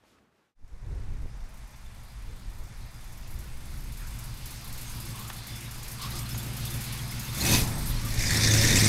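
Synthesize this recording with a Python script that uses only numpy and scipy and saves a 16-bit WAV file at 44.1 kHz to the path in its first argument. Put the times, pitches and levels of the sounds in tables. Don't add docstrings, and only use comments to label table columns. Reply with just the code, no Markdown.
import sys
import numpy as np
from scipy import signal
from scipy.fft import rfft, irfft, next_fast_len
from scipy.io import wavfile
from scipy.ndimage import uniform_filter1d

SR = 44100
rng = np.random.default_rng(int(sys.argv[2]) if len(sys.argv) > 2 else 0)


def volts_from_db(level):
    exponent = np.asarray(level, float) / 20
    return 10 ** exponent


def dump(signal):
    limited = np.clip(np.atleast_2d(signal).T, -1, 1)
    pcm = np.round(limited * 32767).astype(np.int16)
    wavfile.write(sys.argv[1], SR, pcm)


N = 391608
T = np.arange(N) / SR
STEP = 32
SLOW_T = T[::STEP]


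def track(table, t=T):
    s, value = np.transpose(table)
    return np.interp(t, s, value)


def unit(x):
    return x / np.sqrt(np.mean(x ** 2))


def steady(x, window_s):
    return x / np.sqrt(uniform_filter1d(x ** 2, int(window_s * SR)) + 1e-12)


def fill(slow):
    return np.interp(T, np.arange(len(slow)) * STEP / SR, slow)


def walk(rate_hz):
    k = int(SR / STEP / rate_hz)
    held = np.repeat(rng.standard_normal(N // STEP // k + 2), k)
    return 2.0 * uniform_filter1d(uniform_filter1d(held, k), k)[:N // STEP + 1]


def noise(colour, flicker_db, rate_hz, per_octave=2):
    size = next_fast_len(N)
    octave = np.log2(np.arange(1, size // 2 + 2) * SR / size).astype(np.float32)
    hz, db = np.transpose(colour)
    gain = volts_from_db(np.interp(octave, np.log2(hz), db, left=-90, right=-90)).astype(np.float32)
    spectrum = rfft(rng.standard_normal(N, np.float32), size) * gain
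    step = 1 / per_octave
    out = np.zeros(N)
    for centre in np.arange(np.log2(hz[0]), np.log2(hz[-1]) + step, step, dtype=np.float32):
        band = np.clip(1 - per_octave * abs(octave - centre), 0, 1)
        out += irfft(spectrum * band, size)[:N] * fill(volts_from_db(flicker_db * walk(rate_hz)))
    return unit(out)


def resonance(x, hz, width_hz):
    return signal.lfilter(*signal.iirpeak(hz, hz / width_hz, SR), x)


def ring(x, modes):
    return sum(volts_from_db(db) * resonance(resonance(x, hz, width), hz, width) for hz, width, db in modes)


def strokes(at, db, decay_s, lag_s=0):
    x = np.zeros(N)
    x[np.clip((at + lag_s * SR).astype(int), 0, N - 1)] = volts_from_db(db)
    return signal.lfilter([1], [1, -np.exp(-1 / (decay_s * SR))], x)


def whistles(at, chance, low_hz, high_hz, length_s):
    out, n = np.zeros(N + SR), int(3 * length_s * SR)
    swell = T[:n] / length_s * np.exp(-3 * T[:n] / length_s)
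    wobble_rad = 1.56 * fill(walk(300))
    for i, (pitch, size) in zip(at[at < N - n], chance.T):
        hz = low_hz * (high_hz / low_hz) ** (.5 + .5 * np.tanh(.8 * pitch))
        out[i:i + n] += volts_from_db(2.5 * size) * swell * np.sin(2 * np.pi * hz * T[:n] + wobble_rad[i:i + n])
    return unit(out[:N])


def bursts(events):
    out = np.zeros(N)
    for s, length_s, hz, width_hz, db in events:
        i, n = int(s * SR), int(length_s * SR)
        open_db = 4.5 * (s > 7.35 and hz > 1500)
        burst = unit(ring(rng.standard_normal(n), [(hz, width_hz, 0)]))
        out[i:i + n] += volts_from_db(db + open_db) * np.sqrt(np.hanning(n)) * burst
    return out


# time_s, distance_m
DISTANCE = [(.55, 34), (.8, 48), (1.15, 55), (1.55, 21), (3.6, 9.5), (4.5, 5.26), (5.1, 4.3), (5.8, 4.4),
            (6.5, 2.95), (7.2, 2.88)]
# time_s, load_db above idle
LOAD = [(5.95, 0.5), (6.17, 4), (6.25, 0), (7.32, 0), (7.4, 9.5), (7.47, 16), (7.545, 17.5), (7.6, 13),
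        (7.67, 1.5), (7.8, 0), (8.07, 0), (8.21, 2.5), (8.33, 8), (8.47, 10), (8.56, 12), (8.7, 13),
        (8.79, 14), (8.88, 13)]
# time_s, share_0_to_1
TAIL_NEAR = [
    (5.85, 0),
    (6.35, 0.45),
    (7.2, 0.14),
    (7.65, 1),
]
TAIL_TURNS_S = (7.97, 8.293)


def heard_db(at_1m_db, loss, per_load, level_db, turn_db):
    distance_db = -loss * 20 * np.log10(track(DISTANCE, SLOW_T))
    tail_db = level_db * track(TAIL_NEAR, SLOW_T) + turn_db * np.interp(SLOW_T, TAIL_TURNS_S, (0, 1))
    return fill(at_1m_db + distance_db + per_load * track(LOAD, SLOW_T) + tail_db)


# time_s, level_db
HALL = [(0.0, -62.5), (.23, -64), (.27, -69), (.45, -72), (0.56, -80)]
# freq_hz, level_db
HALL_AIR = [(24, -44), (40, -11), (76, -2), (145, -5), (196, -2), (478, -8), (554, -10), (1290, -12.5),
            (1530, -13.5), (4790, -24), (15000, -35)]


def hall():
    return volts_from_db(track(HALL)) * np.interp(T, (.5, .553), (1, 0)) * noise(HALL_AIR, 1.5, 20, per_octave=.5)


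# start_s, level_db, pitch_hz
KNOCKS = [
    (.036, -48, 400),
    (.05, -56, 800),
    (0.185, -59, 1350),
    (.325, -58.5, 797),
    (5.301, -30, 1490),
    (5.299, -38, 3480),
    (5.304, -33, 800),
    (6.347, -31, 1100),
]


def knocks():
    out = np.zeros(N)
    for s, db, hz in KNOCKS:
        i = int(s * SR)
        click = rng.standard_normal(900) * np.exp(-T[:900] / .004)
        out[i:i + 900] += volts_from_db(db) * ring(click, [(hz, 2.1 * hz, 6)])
    return out


# freq_hz, level_db
ROAD = [(120, -42.5), (200, -0.5), (382, -18), (589, -8), (936, -4.5), (1160, -8), (2220, -11), (3270, -20),
        (8000, -26), (10400, -28), (17600, -120)]


def road():
    return volts_from_db(-58) * noise(ROAD, 0.44, 7.1, per_octave=.5)


# peak_s, level_db, fall_s per 10 dB
GUSTS = [(.645, -29, 0.01), (.74, -33.5, .04), (.86, -32, .5), (1.1, -35, 0.27), (1.26, -32.5, 0),
         (1.43, -40.5, 0.1), (1.89, -42, 0.2), (2.17, -43, .06), (2.29, -34.5, 0.1), (2.48, -36, 0.04),
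         (2.61, -35.5, 0.3), (3.07, -40.5, 0.5), (3.3, -37, 1), (3.74, -33.5, 0.06), (3.86, -38, .13),
         (4.0, -38, 0.7), (4.74, -39.5, 0.46), (5.76, -42, 0.3), (6.13, -43, 0.3), (6.6, -45, 1),
         (7.17, -43, 0.3), (7.55, -31.5, .4), (7.89, -28.5, .17), (8.19, -26.5, 0.1), (8.33, -35, 0),
         (8.45, -34, .3), (8.67, -27, 0.14)]
# freq_hz, level_db
RUMBLE = [(6, -15), (12, 3.5), (22, -1), (40, -1), (70, -11), (120, -17.5), (250, -39.5)]
# freq_hz, level_db
BUFFET = [(60, -13), (120, -4.5), (250, -6), (500, -13), (900, -31), (2000, -71)]


def wind():
    rise_s, lull_db, shelter_db = 0.068, -51.5, -8
    power = volts_from_db(2 * lull_db)
    for s, db, fall_s in GUSTS:
        power = power + volts_from_db(2 * db - 20 * np.maximum((s - SLOW_T) / rise_s, (SLOW_T - s) / fall_s))
    gust_db = fill(10 * np.log10(power))
    buffet_db = -61 + 1.1 * (gust_db + 40) + shelter_db * track(TAIL_NEAR)
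    rumble = steady(noise(RUMBLE, 3.15, 13), .2)
    return volts_from_db(gust_db + 1.46) * rumble + volts_from_db(buffet_db) * noise(BUFFET, 1.6, 10)


# start_s, length_s, pitch_hz, width_hz, level_db
SCRUBS = [
    (5.133, 0.1, 1080, 200, -48),
    (5.199, 0.17, 1200, 200, -52),
    (5.976, 0.115, 1096, 200, -42.5),
    (5.99, 0.1, 3500, 4000, -42.5),
    (6.09, .14, 4300, 4000, -46),
    (6.088, 0.2, 1180, 200, -50.5),
    (7.678, 0.16, 704, 503, -46),
    (8.018, 0.075, 1199, 59.6, -45.5),
]


def scrubs():
    return bursts(SCRUBS)


# start_s, length_s, pitch_hz,
# width_hz, level_db
MORE_BURSTS = [(4.92, .04, 2200, 250, -56), (5.0, .06, 4900, 300, -53), (5.09, .05, 4900, 250, -55),
               (5.17, .025, 2700, 1500, -50), (5.46, .15, 3500, 120, -53), (5.5, .1, 5000, 200, -55),
               (5.55, .035, 5500, 150, -53), (5.55, .03, 2150, 200, -54), (5.61, .03, 2200, 200, -53),
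               (5.64, .06, 3750, 300, -51), (7.59, .14, 850, 450, -42), (7.72, .05, 8250, 300, -50),
               (7.815, .07, 8250, 300, -50), (7.855, .07, 11800, 3500, -43), (7.955, .03, 4300, 300, -49),
               (6.02, .03, 4300, 200, -47), (6.02, .035, 5100, 200, -48), (6.11, .02, 3850, 200, -47),
               (6.15, .055, 5100, 250, -48), (6.2, .045, 3300, 250, -50), (6.255, .025, 4200, 200, -48),
               (8.2, .05, 6000, 900, -50), (8.21, .035, 5000, 200, -45), (8.29, .03, 4400, 200, -41),
               (8.33, .03, 5000, 250, -42), (8.34, .045, 1850, 150, -39), (8.47, .025, 3800, 200, -39),
               (.02, .05, 800, 300, -70), (.12, .09, 1300, 300, -72)]


def more_bursts():
    return bursts(MORE_BURSTS)


# freq_hz, level_db
FAN = [(180, 8), (300, -6.5), (502, -9.5), (915, -5.5), (1930, -7), (2480, -6), (3130, -8.5), (4670, -7),
       (7320, -14), (11300, -14), (16000, -39)]
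# pitch_hz, width_hz, level_db
TINS = [(1440, 74, -10), (2165, 290, -5.5), (3510, 105, -1.5), (4980, 250, -5), (6400, 440, -10),
        (8330, 330, -5)]


def fan():
    rattle = sum(ring(rng.standard_normal(N), [tin]) * fill(volts_from_db(2.6 * walk(30))) for tin in TINS)
    hiss = unit(noise(FAN, 1.2, 14) + volts_from_db(-10.5) * unit(rattle))
    return volts_from_db(heard_db(at_1m_db=-33, loss=1.0247, per_load=0.67, level_db=1.6, turn_db=0.3)) * hiss


# time_s, firing_rate_hz
IDLE = [(0, 59.16), (1.7, 59.13), (2.45, 57.51), (3.15, 60.49), (4.45, 59.56), (5.2, 57.52), (5.9, 58.62),
        (6.4, 58.12), (7.3, 59.42)]
# time_s, firing_rate_hz
BLIP = [
    (7.3, 59.4),
    (7.4, 65.57),
    (7.5, 84.5),
    (7.58, 91),
    (7.7, 77.12),
    (7.85, 62),
    (8.0, 54.84),
]
# time_s, firing_rate_hz
PULL = [(8.1, 55.2), (8.152, 58.2), (8.258, 70.5), (8.328, 78.5), (8.404, 78.5), (8.545, 78.8), (8.6, 80),
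        (8.68, 87.5), (8.74, 100), (8.8, 105.2), (8.88, 110.7)]
BANK = [1, 0, 1, 0, 0, 1, 0, 1]


def crank():
    firings = 10.01 + np.cumsum(track(IDLE[:-1] + BLIP + PULL)) / SR
    at = np.flatnonzero(np.diff(np.floor(firings)))
    return firings, at, np.floor(firings[at + 1]).astype(int)


LEAK_DB = [1, -8, 14.5, -1, -27, 13, -5, 10, 1, -4, -6, 9, -12, 13.5, -6, 9.5]
# start_s, level_db
SPITS = [(3.1201, -46.5), (3.1709, -47), (3.2732, -45), (3.3051, -44), (3.3879, -40), (3.6528, -44),
         (3.7731, -40.5), (3.9202, -40), (3.9716, -42), (4.0689, -39), (4.1866, -34), (4.2405, -42),
         (4.3393, -42), (4.3717, -41), (4.4565, -36), (4.5054, -37), (4.674, -39), (4.7244, -34.5),
         (4.7774, -37), (4.8117, -33), (4.8965, -34), (5.0003, -34), (5.1026, -36), (5.1539, -38),
         (5.1914, -39), (5.2742, -36), (5.3275, -35.5), (5.4692, -34), (5.558, -38), (5.6069, -38),
         (5.7102, -36), (5.8294, -34), (5.8803, -34), (5.9147, -35), (6.017, -30), (6.1003, -31),
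         (6.1517, -29), (6.1866, -33), (6.2559, -41), (6.2894, -28), (6.3767, -26), (6.4265, -32),
         (6.5323, -40), (6.5662, -31), (6.651, -27), (6.7024, -30), (6.7403, -29), (6.8087, -27),
         (6.9229, -28), (6.9753, -38), (7.0771, -39), (7.109, -32), (7.1928, -30), (7.2302, -30),
         (7.327, -29)]
# freq_hz, level_db
LEAK = [(2500, -41), (4000, -4.5), (7000, 1.5), (9000, 0.5), (11500, 4), (13500, 3), (16000, -6)]


def leak(at, number, chance):
    s, spit_db = np.transpose(SPITS)
    puff_db = np.take(LEAK_DB, number % 16) + 2.2 * chance[2]
    usual = strokes(at, puff_db, decay_s=0.022)
    sealing = np.interp(T[at], (7.36, 7.42, 7.62, 7.7), (1, .3, .3, 1))
    under_spits_db = -3 * ((T[at] > s[0]) & (T[at] < s[-1]))
    puffs = strokes(at, sealing * puff_db + 5 * (1 - sealing) + under_spits_db, decay_s=0.022)
    puffs = puffs / np.sqrt(np.mean(usual ** 2))
    spits = strokes((s * SR).astype(int), spit_db - 15.5, decay_s=0.031)
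    hidden = np.interp(T, (8.1, 8.4), (1, .2))
    leak_db = heard_db(at_1m_db=-32.5, loss=1.3, per_load=0.9031, level_db=-2.5, turn_db=5)
    flow = uniform_filter1d(hidden * volts_from_db(leak_db) * puffs + spits, size=190)
    squeal = .3 * whistles(at, chance[4:6], 9000, 13500, length_s=.012)
    return flow * unit(noise(LEAK, 1.0, 27) + squeal)


# start_s, length_s, pitch_hz, width_hz, level_db
JETS = [(6.30, .04, 5200, 200, -48), (6.345, .025, 6600, 250, -45), (6.385, .04, 3500, 150, -50),
        (6.655, 0.039, 3550, 150, -44), (6.71, .04, 3570, 150, -47), (6.98, 0.032, 3320, 300, -46),
        (7.075, .06, 5100, 150, -48), (7.11, 0.037, 2150, 200, -48), (7.19, .025, 6700, 250, -46),
        (7.245, .025, 6340, 300, -45.5), (7.28, .03, 3610, 200, -46), (7.4, .03, 4160, 500, -37),
        (7.4, .025, 6700, 250, -40), (7.42, 0.2, 2560, 90, -41), (7.455, .03, 5900, 200, -38),
        (7.47, .12, 6250, 250, -38), (7.49, 0.093, 985, 50, -38.5), (7.53, 0.031, 3650, 200, -36),
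        (7.535, .03, 4700, 300, -36), (8.25, 0.044, 4960, 150, -38), (8.309, .03, 1890, 150.2, -38),
        (8.36, 0.027, 5400, 250, -36), (8.456, .03, 5580, 600, -33), (8.49, 0.031, 3600, 199.9, -36.5),
        (8.501, .03, 6300, 500, -32), (8.57, 0.031, 5900, 600, -33), (8.585, .025, 5150, 200, -33.5),
        (8.63, .015, 2880, 400, -39), (8.665, .025, 6410, 300, -36), (8.72, .025, 3660, 200, -33.5),
        (8.765, .02, 7640, 600, -30), (8.768, .02, 2600, 300, -34), (8.805, .018, 8300, 400, -33),
        (8.843, .025, 8300, 600, -31)]


def jets():
    return bursts(JETS)


# freq_hz, level_db
INTAKE = [(180, -13), (300, 5), (343, 3), (418, -21), (494, -11), (725, -9), (978, -25), (1320, -42),
          (1560, -9), (3030, -14.5), (6200, -7), (11900, -12.5), (16000, -22)]
# freq_hz, level_db
RASP = [(300, -2.5), (555, -3), (800, -10), (1000, -22), (1300, -27), (1520, -12), (1750, 4), (2000, 4),
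        (2450, -1), (2750, -20), (3150, -20), (3550, 3), (3900, -4), (4400, -3), (5700, 1.5), (8000, -6),
        (13500, -14), (16000, -28)]


def throttle(at, number, chance):
    beat_db = 6.2 * np.take(BANK, number % 8) + 3.5 * chance[3]
    beat = unit(strokes(at, beat_db, decay_s=0.0099, lag_s=0.0019))
    duct = ring(rng.standard_normal(N), [(2520, 72, 0), (3690, 100, -1), (4250, 160, -7), (6250, 160, -3)])
    intake = (0.39 + 0.24 * beat) * (noise(INTAKE, 2.5, 25) + volts_from_db(-8) * unit(duct))
    squeal = .3 * whistles(at, chance[6:8], 3300, 8500, length_s=.012)
    squeal = squeal + .22 * whistles(at, chance[8:10], 1600, 2600, length_s=.015)
    rasp = (.55 + .45 * beat) * (noise(RASP, 1.5, 40) + squeal)
    thumps = -strokes(at, 0.9 * chance[1], decay_s=0.0026, lag_s=0.0039)
    boom = steady(ring(thumps, [(84.7, 36, 0)]), 0.16)
    intake_db = heard_db(at_1m_db=-49, loss=0.94, per_load=2, level_db=-1.5, turn_db=2.5)
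    rasp_db = heard_db(at_1m_db=-66, loss=0, per_load=0.3138, level_db=16, turn_db=18.5)
    boom_db = heard_db(at_1m_db=-66, loss=0, per_load=0.55, level_db=14, turn_db=15.5)
    return volts_from_db(intake_db) * intake + volts_from_db(rasp_db) * rasp + volts_from_db(boom_db) * boom


# peak_s, peak_db
BARKS = [(7.4465, -26), (7.479, -21), (7.4965, -22), (7.509, -21), (7.5405, -20), (7.5485, -22),
         (7.5655, -23), (7.576, -22), (7.583, -22), (7.612, -24), (7.6275, -24), (8.283, -26),
         (8.3107, -25), (8.3587, -23), (8.4604, -21), (8.489, -26), (8.5635, -21), (8.6275, -25),
         (8.6719, -24), (8.7198, -21), (8.7286, -18), (8.7474, -14), (8.7597, -21), (8.7783, -14),
         (8.7893, -17), (8.8253, -11), (8.8541, -17), (8.8635, -17)]
# pitch_hz, width_hz, level_db
BARK_RING = [(105, 30, 4), (240, 120, -7), (560, 90, -1), (790, 120, -6), (1010, 120, -6)]


def barks():
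    width_s, low_hz = .0009, 90
    pulses = -sum(volts_from_db(db) * np.exp(-((T - s) / width_s) ** 2) for s, db in BARKS)
    direct = signal.lfilter(*signal.butter(1, low_hz, btype="high", fs=SR), pulses)
    return direct + ring(pulses, BARK_RING)


# cycle_multiple, polarity, far_db, alongside_db, under_load_db
HUM = [(8, -1, -12, -22, -40), (11, -1, -40, -40, -8), (19, 1, -18, -14, -40), (29, 1, -26, -19, -40),
       (33, 1, -28, -22, -40), (46, 1, -36, -28, -40)]


def hum(firings):
    cycle_rad, out = 2 * np.pi * firings / len(BANK), 0
    for order, polarity, far_db, near_db, load_db in HUM:
        db = np.interp(SLOW_T, (2.5, 5.5, 7.3, 7.4, 8.15, 8.3, 8.68, 8.76),
                       (far_db, near_db, near_db, -40, -40, load_db, load_db, -40))
        level = fill(volts_from_db(db + 2.6 * walk(6.5)))
        out = out + polarity * level * np.sin(order * cycle_rad + order ** 2)
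    return out


def pipe_notes(blows, modes):
    load_db = track(LOAD, SLOW_T)
    return sum(fill(volts_from_db(per_load * load_db)) * ring(blows, [mode]) for *mode, per_load in modes)


CYLINDER_DB = [-3, 0, -2, -3, 4, -2.5, -6, 4]
# pitch_hz, width_hz, level_db, db_per_db_load
PIPE = [
    (62, 33, -7, 0),
    (113.4, 30, 2, -.1),
    (140.2, 15.3, -2.5, -0.08),
]
# pitch_hz, width_hz, level_db, db_per_db_load
OVERTONES = [(213.9, 11.7, -7, 0), (245.3, 33, -8, -.2), (278, 20, -16, .3), (337.8, 20, -12, 0.05),
             (400, 24, -24, 0.37), (448.6, 23, -16.5, .3), (558, 24, -13.5, 0.21), (980, 40, -28, 0.7)]


def exhaust(at, number, chance):
    far = 1 - np.take(BANK, number % 8)
    far_db = heard_db(at_1m_db=-8.5, loss=0, per_load=-0.47, level_db=8, turn_db=2)
    lumpy = np.interp(T[at], (8.05, 8.2), (1, .3))
    firing_db = lumpy * (np.take(CYLINDER_DB, number % 8) + 1.3 * chance[0]) + far_db[at] * far
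    lag_s = 0.00309 + 0.0017 * far + .00008 * chance[1]
    blows = -strokes(at, firing_db, decay_s=0.0016, lag_s=lag_s)
    low_db = heard_db(at_1m_db=-8, loss=-.6, per_load=0.1, level_db=3, turn_db=-2)
    overtone_db = heard_db(at_1m_db=0.2, loss=0, per_load=0.13, level_db=3.5, turn_db=-2)
    pipes = volts_from_db(low_db) * pipe_notes(blows, PIPE[:1]) + pipe_notes(blows, PIPE[1:])
    pipes = pipes + volts_from_db(overtone_db) * pipe_notes(blows, OVERTONES)
    rings = np.isin(number % 16, (3, 4)) & (T[at] > 4.4) & (T[at] < 8.1)
    chuffs = strokes(at[rings], 3 * chance[1, rings], decay_s=0.00035, lag_s=lag_s[rings])
    return steady(pipes, 0.56) + volts_from_db(-26) * unit(ring(chuffs, [(340, 20, 0)]))


def tailpipes(firings, at, number, chance):
    off_tune = (np.gradient(firings) * SR - PIPE[1][0]) / 30
    in_tune_db = 4 * np.interp(T, TAIL_TURNS_S, (0, 1)) * np.exp(-off_tune ** 2)
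    lope_db = 1.3 * np.interp(T, (3.0, 5.0, 7.3, 7.4), (2.4, 1.1, 1.05, 0))
    lope_db = lope_db * np.cos(2 * np.pi * (firings - 1.8) / len(BANK))
    base_db = heard_db(at_1m_db=-33.5, loss=0.72, per_load=.5, level_db=8.5, turn_db=-1.5)
    level = volts_from_db(base_db + in_tune_db + lope_db + fill(walk(5)))
    return level * (exhaust(at, number, chance) + hum(firings))


def scene():
    firings, at, number = crank()
    chance = rng.standard_normal((10, len(at)))
    outdoors = road() + wind() + fan() + leak(at, number, chance) + throttle(at, number, chance)
    outdoors = outdoors + barks() + tailpipes(firings, at, number, chance)
    small = knocks() + scrubs() + more_bursts() + jets()
    return (hall() + small + np.interp(T, (0.55, 0.94), (0, 1)) * outdoors)[None]


def top_cut(x):
    return signal.sosfilt(signal.butter(12, 15720, fs=SR, output="sos"), x)


def record(dry):
    low_pass = signal.ellip(10, .2, 80, 15720, fs=SR, output="sos")
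    mix = signal.sosfilt(low_pass, dry)
    return top_cut(mix)


dry = scene()
out = record(dry)
dump(out)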